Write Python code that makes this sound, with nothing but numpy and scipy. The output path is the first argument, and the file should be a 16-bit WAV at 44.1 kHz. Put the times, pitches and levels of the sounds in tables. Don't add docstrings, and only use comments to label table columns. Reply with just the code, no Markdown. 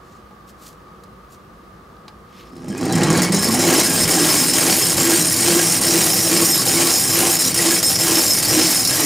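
import sys
import numpy as np
from scipy import signal
from scipy.fft import rfft, irfft, next_fast_len
from scipy.io import wavfile
from scipy.ndimage import uniform_filter1d

SR = 44100
rng = np.random.default_rng(int(sys.argv[2]) if len(sys.argv) > 2 else 0)


def unload_wav(signal):
    wavfile.write(
        sys.argv[1],
        SR,
        np.round(np.clip(np.atleast_2d(signal).T, -1, 1) * 32767).astype(np.int16),
    )


N = 399105
T = np.arange(N) / SR


# (time [s], tooth rate [Hz])
WHEEL_SPEED = [(2.3, 31.2), (2.6, 71.7), (3.1, 155), (3.3, 194), (3.6, 253), (4.2, 304), (5.1, 329),
               (6.4, 328), (7.2, 330), (8.1, 314), (9.05, 297)]
def tooth_rate(surge=.04):
    turning = T > WHEEL_SPEED[0][0]
    return curve(WHEEL_SPEED) * (1 + surge * stroke()) * turning


# (time [s], grind [dB], drone [dB], thud [dB], stroke depth [1 = usual])
CRANK_PUSHES = [(2.3, -3.5, -7, 0, 0.49), (3.05, -2.8, 2, -.5, .5), (3.72, 1.4, 1.5, .3, 1.1),
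                (4.22, .6, 1.5, 0.5, .6), (4.68, -.3, -1.5, 0, .7), (5.09, -.3, 2, .5, 0.91),
                (5.53, .5, 1, -.5, 1.1), (5.96, -.4, 0, -.3, .8), (6.35, -.7, .5, -.3, .9),
                (6.81, -.5, -1, 1.5, 1), (7.23, -.3, -3, .5, 1.1), (7.67, -.6, -3.8, -1, 1.2),
                (8.12, -1.3, -2.8, 0, 1.3), (8.59, 0, -2.5, -0.5, 1.31), (9.07, -.3, -6, -0.5, 1)]
def stroke(lag_turns=0, per_turn=1):
    push_s = [row[0] for row in CRANK_PUSHES]
    turns = np.interp(T, push_s, np.arange(len(push_s)))
    return curve(CRANK_PUSHES, column=4) * np.cos(2 * np.pi * per_turn * (turns - lag_turns))


# (time [s], level [dB])
CRANK_EFFORT = [(2.45, -37), (2.6, -16), (2.7, -9.5), (2.77, -12.5), (2.87, -4), (2.95, 0), (3.14, 0),
                (3.5, -7), (4.2, -7.5), (4.8, -9), (6.7, -10), (7.6, -12), (9.05, -11.5)]
def effort_db():
    return curve(CRANK_EFFORT)


def mesh(rate_hz):
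    teeth = np.cumsum(rate_hz * (1 + .025 * wander(45))) / SR
    return teeth, np.flatnonzero(np.diff(np.floor(teeth)))


def swell(level_db, swing_db, lag_turns, jitter_db):
    return gain_of(level_db + swing_db * stroke(lag_turns) + jitter_db * wander(26))


def comes_in(rate_hz, onset_hz):
    drive = (rate_hz / onset_hz) ** 8
    return np.sqrt(drive / (1 + drive))


# (frequency [Hz], level [dB], t60 [s])
FRAME_MODES = [(167.7, -2, 0.34), (199, -6, 0.13), (257.2, -3, 0.26), (284, -9.5, 0.059), (397, -10, 0.042),
               (489, -12, 0.13)]
TABLE_MODES = [(62, -21, 0.13), (88.4, -10.5, 0.26), (107, 0, 0.3), (132, -1, 0.28)]
def thudding(teeth, at, rate_hz):
    frame = steadied(struck(FRAME_MODES, at, split=.078, drift_db=3.5), .077)
    tone = np.sin(2 * np.pi * teeth) * gain_of(2 * wander(30))
    tone = coloured(tone, [(110, -22), (160, .5), (200, 3), (260, 4.5), (310, -33)])
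    frame = coloured(gain_of(-.5) * frame + gain_of(-1.5) * tone, [(70, -2), (150, .97)])
    table = steadied(struck(TABLE_MODES, at, split=.079, drift_db=2.5), .093)
    table = coloured(table, [(20, 19), (40, -7), (80, .5)])
    load_db = effort_db() + curve(CRANK_PUSHES, column=3)
    pull_db = stroke(lag_turns=.54, per_turn=2)
    thud = swell(-18.9, swing_db=1.9, lag_turns=.02, jitter_db=1.6) * gain_of(load_db + pull_db)
    rumble = swell(-31.8, swing_db=2.5, lag_turns=.72, jitter_db=2) * gain_of(.5 * load_db)
    return thud * frame + rumble * comes_in(rate_hz, onset_hz=100) * table


def tooth_pressure(rate_hz):
    load = gain_of(.41 * effort_db() + curve(CRANK_PUSHES, column=1))
    push = swell(-21.4, swing_db=2.7, lag_turns=0, jitter_db=.5)
    return push * load * comes_in(rate_hz, onset_hz=127)


# (frequency [Hz], density [dB])
GRIND_SPECTRUM = [(50, -34), (200, -13), (450, 5), (780, 0.5), (900, -0.5), (1450, -1.5), (1750, -1.5),
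                  (2300, -1), (3150, 0.5), (3500, -3.5), (5900, 1), (7100, -2.5), (10700, -5),
                  (11500, -8.5), (15200, -20)]
# (frequency [Hz], level [dB], t60 [s])
SPOKE_MODES = [(636, 2.5, 0.053), (774, -.5, 0.065), (839, -1.5, 0.068), (1097, 1, 0.029),
               (1649, -.5, .055), (1930, 2, 0.033), (2217, 2, .07), (2470, -3.5, 0.094),
               (3143, -1.5, 0.036), (3995, 0.5, .07), (4520, -1, .08)]
def grinding(teeth, at, rate_hz, pressure):
    scrape = (1.8 + np.exp(-(teeth % 1) / .34)) * gain_of(2.8 * wander(350))
    noise = unit_rms(coloured(scrape * rng.standard_normal(N), GRIND_SPECTRUM))
    spokes = steadied(struck(SPOKE_MODES, at, split=.015, drift_db=6.5), .08)
    hiss_share = .4 + .37 * np.clip(rate_hz / 300, 0, 1)
    hiss = gain_of(4.5) * np.sqrt(hiss_share) * dulled_when_slow(noise)
    ringing = gain_of(1.5) * np.sqrt(1 - hiss_share) * spokes
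    return pressure * gain_of(.35 * lull_db()) * dulled_when_slow(hiss + ringing)


# (frequency [Hz], level [dB], t60 [s])
IRON_MODES = [(3676, -13, 0.031), (3950, -9.5, 0.085), (4530, -6.5, 0.07), (4795, -10.5, .08),
              (4970, -12, 0.06), (5780, -2, 0.065), (6450, -8, 0.035), (6570, -5, .045), (6880, -5, 0.069),
              (6960, -8, 0.037), (7470, -4, 0.078), (8380, -10, 0.046), (8400, -2.5, 0.03),
              (8700, -0.5, 0.071), (9280, -4, 0.07), (9860, -4.5, .07), (10380, -1.5, 0.045),
              (10700, -11.5, 0.056), (10730, -4.5, .07), (10980, -7.5, 0.052), (12440, -4.5, 0.05),
              (12670, -4, 0.045), (13050, -12, .04), (13300, -12, .05), (13800, -16, .05), (13650, -8, .04),
              (14400, -9, .03), (14800, -10, .035)]
RIM_MODES = [(5171, 0, .16), (5316, -3, .13)]
# (frequency [Hz], density [dB])
CRACK_SPECTRUM = [(500, -27), (2000, -2.5), (3500, -25), (4300, -9), (6100, -12), (6700, 3), (7700, 3),
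                  (9100, -6), (10700, -7), (11500, -13), (12200, -15), (13000, -17), (15000, -1.5),
                  (15400, -17)]
def rattling(at, rate_hz, pressure):
    scatter = (rng.uniform(-.5, .5, len(at)) * np.gradient(at)).astype(int)
    bounces = np.clip(at + scatter, 0, N - 1)
    sizes = gain_of(2.3 * rng.standard_normal(len(at)))
    iron = steadied(struck(IRON_MODES, bounces, sizes, split=.005, drift_db=3.5), .056)
    rim = steadied(struck(RIM_MODES, bounces, sizes, split=.0024, drift_db=3), .058)
    crack = steadied(coloured(bursts(bounces, sizes, t60_s=.031), CRACK_SPECTRUM), .03)
    crack_share = np.clip(.2 * (pressure / gain_of(-25.5)) ** .65, 0, .8)
    pinion = dulled_when_slow((1 - crack_share) * iron + gain_of(-1.5) * np.sqrt(crack_share) * crack)
    pinion *= swell(-16.9, swing_db=.6, lag_turns=.25, jitter_db=.6) * comes_in(rate_hz, onset_hz=201)
    rim *= swell(-29.4, swing_db=1.8, lag_turns=.48, jitter_db=3.2) * comes_in(rate_hz, onset_hz=205)
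    rim *= gain_of(-.45 * effort_db())
    return gain_of(lull_db()) * (pinion + rim)


# (time [s], length [s])
RATTLE_LULLS = [(3.07, .03), (3.193, 0.025), (3.256, 0.066), (3.397, 0.017), (3.486, 0.023), (3.558, 0.032),
                (3.811, .022), (3.875, .018), (4.04, .038), (4.502, .032), (4.936, .03), (5.228, .019),
                (5.345, .018), (5.78, .03), (6.209, .014), (6.62, .034), (7.056, .02), (7.355, 0.034),
                (7.498, .045), (7.784, .044), (7.958, .031), (8.284, .013), (8.397, .027), (8.46, 0.017),
                (8.859, .014), (8.91, .02)]
def lull_db(fall_db_per_s=290):
    fade_db = np.zeros(N)
    for start_s, length_s in RATTLE_LULLS:
        since_s = T[:int(length_s * SR)]
        fade_db[int(start_s * SR):][:len(since_s)] = -fall_db_per_s * since_s
    return fade_db


def droning(teeth, at, rate_hz, base_hz=338):
    boom = steadied(struck([(base_hz, 0, .12)], at, split=.049, drift_db=0), .084)
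    tone = np.sin(2 * np.pi * teeth) + gain_of(-23) * np.sin(4 * np.pi * teeth)
    tone *= gain_of(1.1 * wander(60))
    nearness = np.clip((rate_hz - 270) / 50, 0, 1)
    drone = steadied(boom + gain_of(4.5) * nearness * tone, .095)
    load_db = curve(CRANK_PUSHES, column=2) + stroke(lag_turns=.54, per_turn=2)
    push = swell(-27.1, swing_db=6.8, lag_turns=.01, jitter_db=1.3) * gain_of(load_db)
    return push * comes_in(rate_hz, onset_hz=94) * drone


# (time [s], relative level [dB])
TOOTH_CLASHES = [(2.6833, -29), (2.702, -29), (2.778, -21), (2.811, -22), (2.834, -24), (2.8534, -16.5),
                 (2.9244, -12), (2.9534, -11), (2.9795, -16), (3.033, -7), (3.1022, -9), (3.128, -10),
                 (3.1742, -9), (3.2191, -7), (3.231, -9), (3.321, -8), (3.3448, -7), (3.4251, -14),
                 (3.4444, -9), (3.5074, -17), (3.5464, -10), (3.588, -18), (3.7979, -8.5), (3.8342, -14),
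                 (7.544, -13), (7.8292, -9), (8.303, -11)]
def clashing():
    time_s, level_db = np.transpose(TOOTH_CLASHES)
    at, sizes = (time_s * SR).astype(int), gain_of(level_db)
    ringing = struck(IRON_MODES + RIM_MODES, at, sizes, split=.0049, drift_db=-1)
    crack = coloured(bursts(at, sizes, t60_s=.076), CRACK_SPECTRUM)
    return dulled_when_slow(gain_of(-27) * ringing + gain_of(-3.5) * crack)


def dulled_when_slow(x):
    dull = coloured(x, [(500, .5), (800, 2), (1300, 1), (2000, 0), (3000, -3), (5000, -2.5),
                        (8000, -4), (10500, -8), (13000, -11)])
    pace = np.clip(curve(WHEEL_SPEED) / 310, 0, 1) ** 3
    return dull + pace * (x - dull)


# (time [s], level [dB], pitch [Hz], t60 [s])
BASE_BUMPS = [(2.701, -15.5, 198, 0.1), (2.954, -10, 170, 0.065)]
def bumping():
    thumps = sum(ring(impulses([int(time_s * SR)], [gain_of(db)]), hz, t60_s)
                 for time_s, db, hz, t60_s in BASE_BUMPS)
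    return coloured(thumps, [(400, -.5), (3000, -18)])


# (frequency [Hz], density [dB])
CLOTH_SPECTRUM = [(500, -13), (2000, -5), (4500, 1), (7000, 1.5), (10000, -3.5), (14500, -3), (16000, -12)]
# (centre time [s], half length [s], level [dB], brightness [Hz])
CLOTH_SLIDES = [(.12, .09, -60, 7000), (.495, .018, -50, 15000), (0.664, .052, -45, 15000),
                (1.335, 0.03, -53, 14000), (2.4, .085, -49.5, 2600)]
def sliding():
    rub = unit_rms(coloured(rng.standard_normal(N) * gain_of(2 * wander(200)), CLOTH_SPECTRUM))
    out = np.zeros(N)
    for centre_s, half_s, db, bright_hz in CLOTH_SLIDES:
        hiss = unit_rms(coloured(rub, [(bright_hz, 0), (bright_hz * 3, -17)]))
        out += gain_of(db) * np.exp(-((T - centre_s) / half_s) ** 2) * hiss
    return out


# (time [s], relative level [dB], brightness [Hz])
LIGHT_TAPS = [(.31, -29, 600), (.883, -36, 1500), (1.036, -38, 7000), (1.965, -47, 4000),
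              (2.081, -25, 2900), (2.415, -49, 8000), (2.566, -39, 8000)]
# (frequency [Hz], level [dB], t60 [s])
TAP_MODES = [(847, 1.5, 0.13), (1168, 5, .05), (1620, -5, .1), (2304, -7, .07), (3250, -18, .04),
             (3950, 2, .04), (4250, 3, .035), (4807, 0, 0.065), (5190, -5, 0.066), (7200, -4, .05),
             (10240, -10, .08)]
def tapping():
    t = T[:SR // 4]
    ringing = sum(gain_of(db - 60 * t / t60_s) * np.sin(2 * np.pi * hz * t)
                  for hz, db, t60_s in TAP_MODES)
    fade = 1 - t / t[-1]
    out = np.zeros(N)
    for time_s, db, bright_hz in LIGHT_TAPS:
        click = gain_of(-5 - 60 * t / .045) * rng.standard_normal(len(t))
        band = [(bright_hz / 6, -7), (bright_hz, 0), (bright_hz * 3, -13), (bright_hz * 9, -32)]
        tap = coloured(gain_of(-13) * ringing + click, band)
        out[int(time_s * SR):][:len(t)] += gain_of(db) * tap * fade
    return out


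def walls(x, t60_s=.18):
    t = T[:SR // 3]
    echoes = rng.standard_normal(len(t)) * (rng.random(len(t)) < .05)
    echoes *= (t > .003) * gain_of(-60 * t / t60_s)
    return signal.oaconvolve(x, echoes / np.linalg.norm(echoes))[:N]


# (frequency [Hz], density [dB])
AIR_SPECTRUM = [(20, -20), (38, -20), (55, 5.5), (72, -1.5), (125, -4), (190, 2), (270, -7), (385, -3),
                (425, -9), (475, -3.5), (560, -10.5), (1600, -15), (2300, -24.5), (4500, -28.5),
                (8000, -35.5), (16000, -38)]
def room_air():
    air = unit_rms(coloured(rng.standard_normal(N), AIR_SPECTRUM))
    fan_band = [(500, -54), (1000, -19), (1130, .5), (1250, 2), (1400, -24), (2800, -46)]
    fan = unit_rms(coloured(rng.standard_normal(N), fan_band))
    return gain_of(-44.5) * (gain_of(-1) * air + gain_of(-7) * fan)


# (frequency [Hz], left minus right [dB])
PORT_BALANCE = [(60, -1.2), (170, -2.2), (330, -1.5), (700, -.5), (1200, 0), (5000, .3), (9000, -.3),
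                (12000, 0)]
def ports(x):
    return np.array([coloured(x, [(hz, sign * db / 2) for hz, db in PORT_BALANCE]) for sign in (1, -1)])


def struck(modes, at, sizes=1, *, split, drift_db):
    out = np.zeros(N)
    for hz, db, t60_s in modes:
        favour = np.interp(T[at] * 22, np.arange(400), rng.standard_normal(400))
        force = sizes * gain_of(db + drift_db * favour) / np.sqrt(t60_s)
        offset_hz = split * hz * np.sqrt(hz / 5000) / 2
        for pitch_hz in (hz - offset_hz, hz + offset_hz):
            out += ring(impulses(at, force * rng.standard_normal(len(at))), pitch_hz, t60_s)
    return out


def ring(x, hz, t60_s):
    radius = np.exp(-np.log(1000) / (t60_s * SR))
    angle = 2 * np.pi * hz / SR
    return signal.lfilter([.5, 0, -.5], [1, -2 * radius * np.cos(angle), radius ** 2], x + 1e-18)


def bursts(at, sizes, t60_s):
    decay = np.exp(-2 * np.log(1000) / (t60_s * SR))
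    power = signal.lfilter([1], [1, -decay], impulses(at, sizes) ** 2 + 1e-24)
    return np.sqrt(power) * rng.standard_normal(N)


def impulses(at, sizes):
    return np.bincount(at, sizes, N)[:N]


def coloured(x, points):
    hz, db = np.transpose(points)
    size = next_fast_len(len(x), real=True)
    bin_db = np.interp(np.log(np.fft.rfftfreq(size, 1 / SR) + 1), np.log(hz), db)
    return irfft(rfft(x, size) * gain_of(bin_db), size)[:len(x)]


def curve(rows, column=1):
    rows = np.array(rows)
    return np.interp(T, rows[:, 0], rows[:, column])


def wander(per_s):
    return unit_rms(np.interp(T * per_s, np.arange(20000), rng.standard_normal(20000)))


def steadied(x, window_s):
    power = abs(uniform_filter1d(x ** 2, int(window_s * SR)))
    return x / np.sqrt(power + 1e-3 * np.mean(x ** 2))


def unit_rms(x):
    return x / np.sqrt(np.mean(x ** 2) + 1e-20)


def gain_of(db):
    return np.exp(np.asarray(db) * (np.log(10) / 20))


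def scene():
    rate_hz = tooth_rate()
    teeth, at = mesh(rate_hz)
    pressure = tooth_pressure(rate_hz)
    low = thudding(teeth, at, rate_hz) + droning(teeth, at, rate_hz) + bumping()
    high = grinding(teeth, at, rate_hz, pressure) + rattling(at, rate_hz, pressure) + clashing()
    high += sliding() + tapping()
    mid = low + high + gain_of(-14.5) * walls(high)
    side = coloured(walls(high + low), [(100, -34), (300, -26), (700, -16.5), (1700, -17.5),
                                        (2800, -23), (5000, -20), (9000, -15.5), (11500, -30)])
    side += coloured(room_air(), [(40, -29), (200, -15), (600, -4.5), (1300, -2.5), (5000, -4),
                                  (12000, -12)])
    return ports(mid) + room_air() + np.array([side, -side])


def record(dry, cutoff_hz=15800):
    lowpass = signal.firwin(511, cutoff_hz, window=("kaiser", 9), fs=SR)
    return signal.oaconvolve(np.tanh(dry), lowpass[None], "same")


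dry = scene()
out = record(dry)
unload_wav(out)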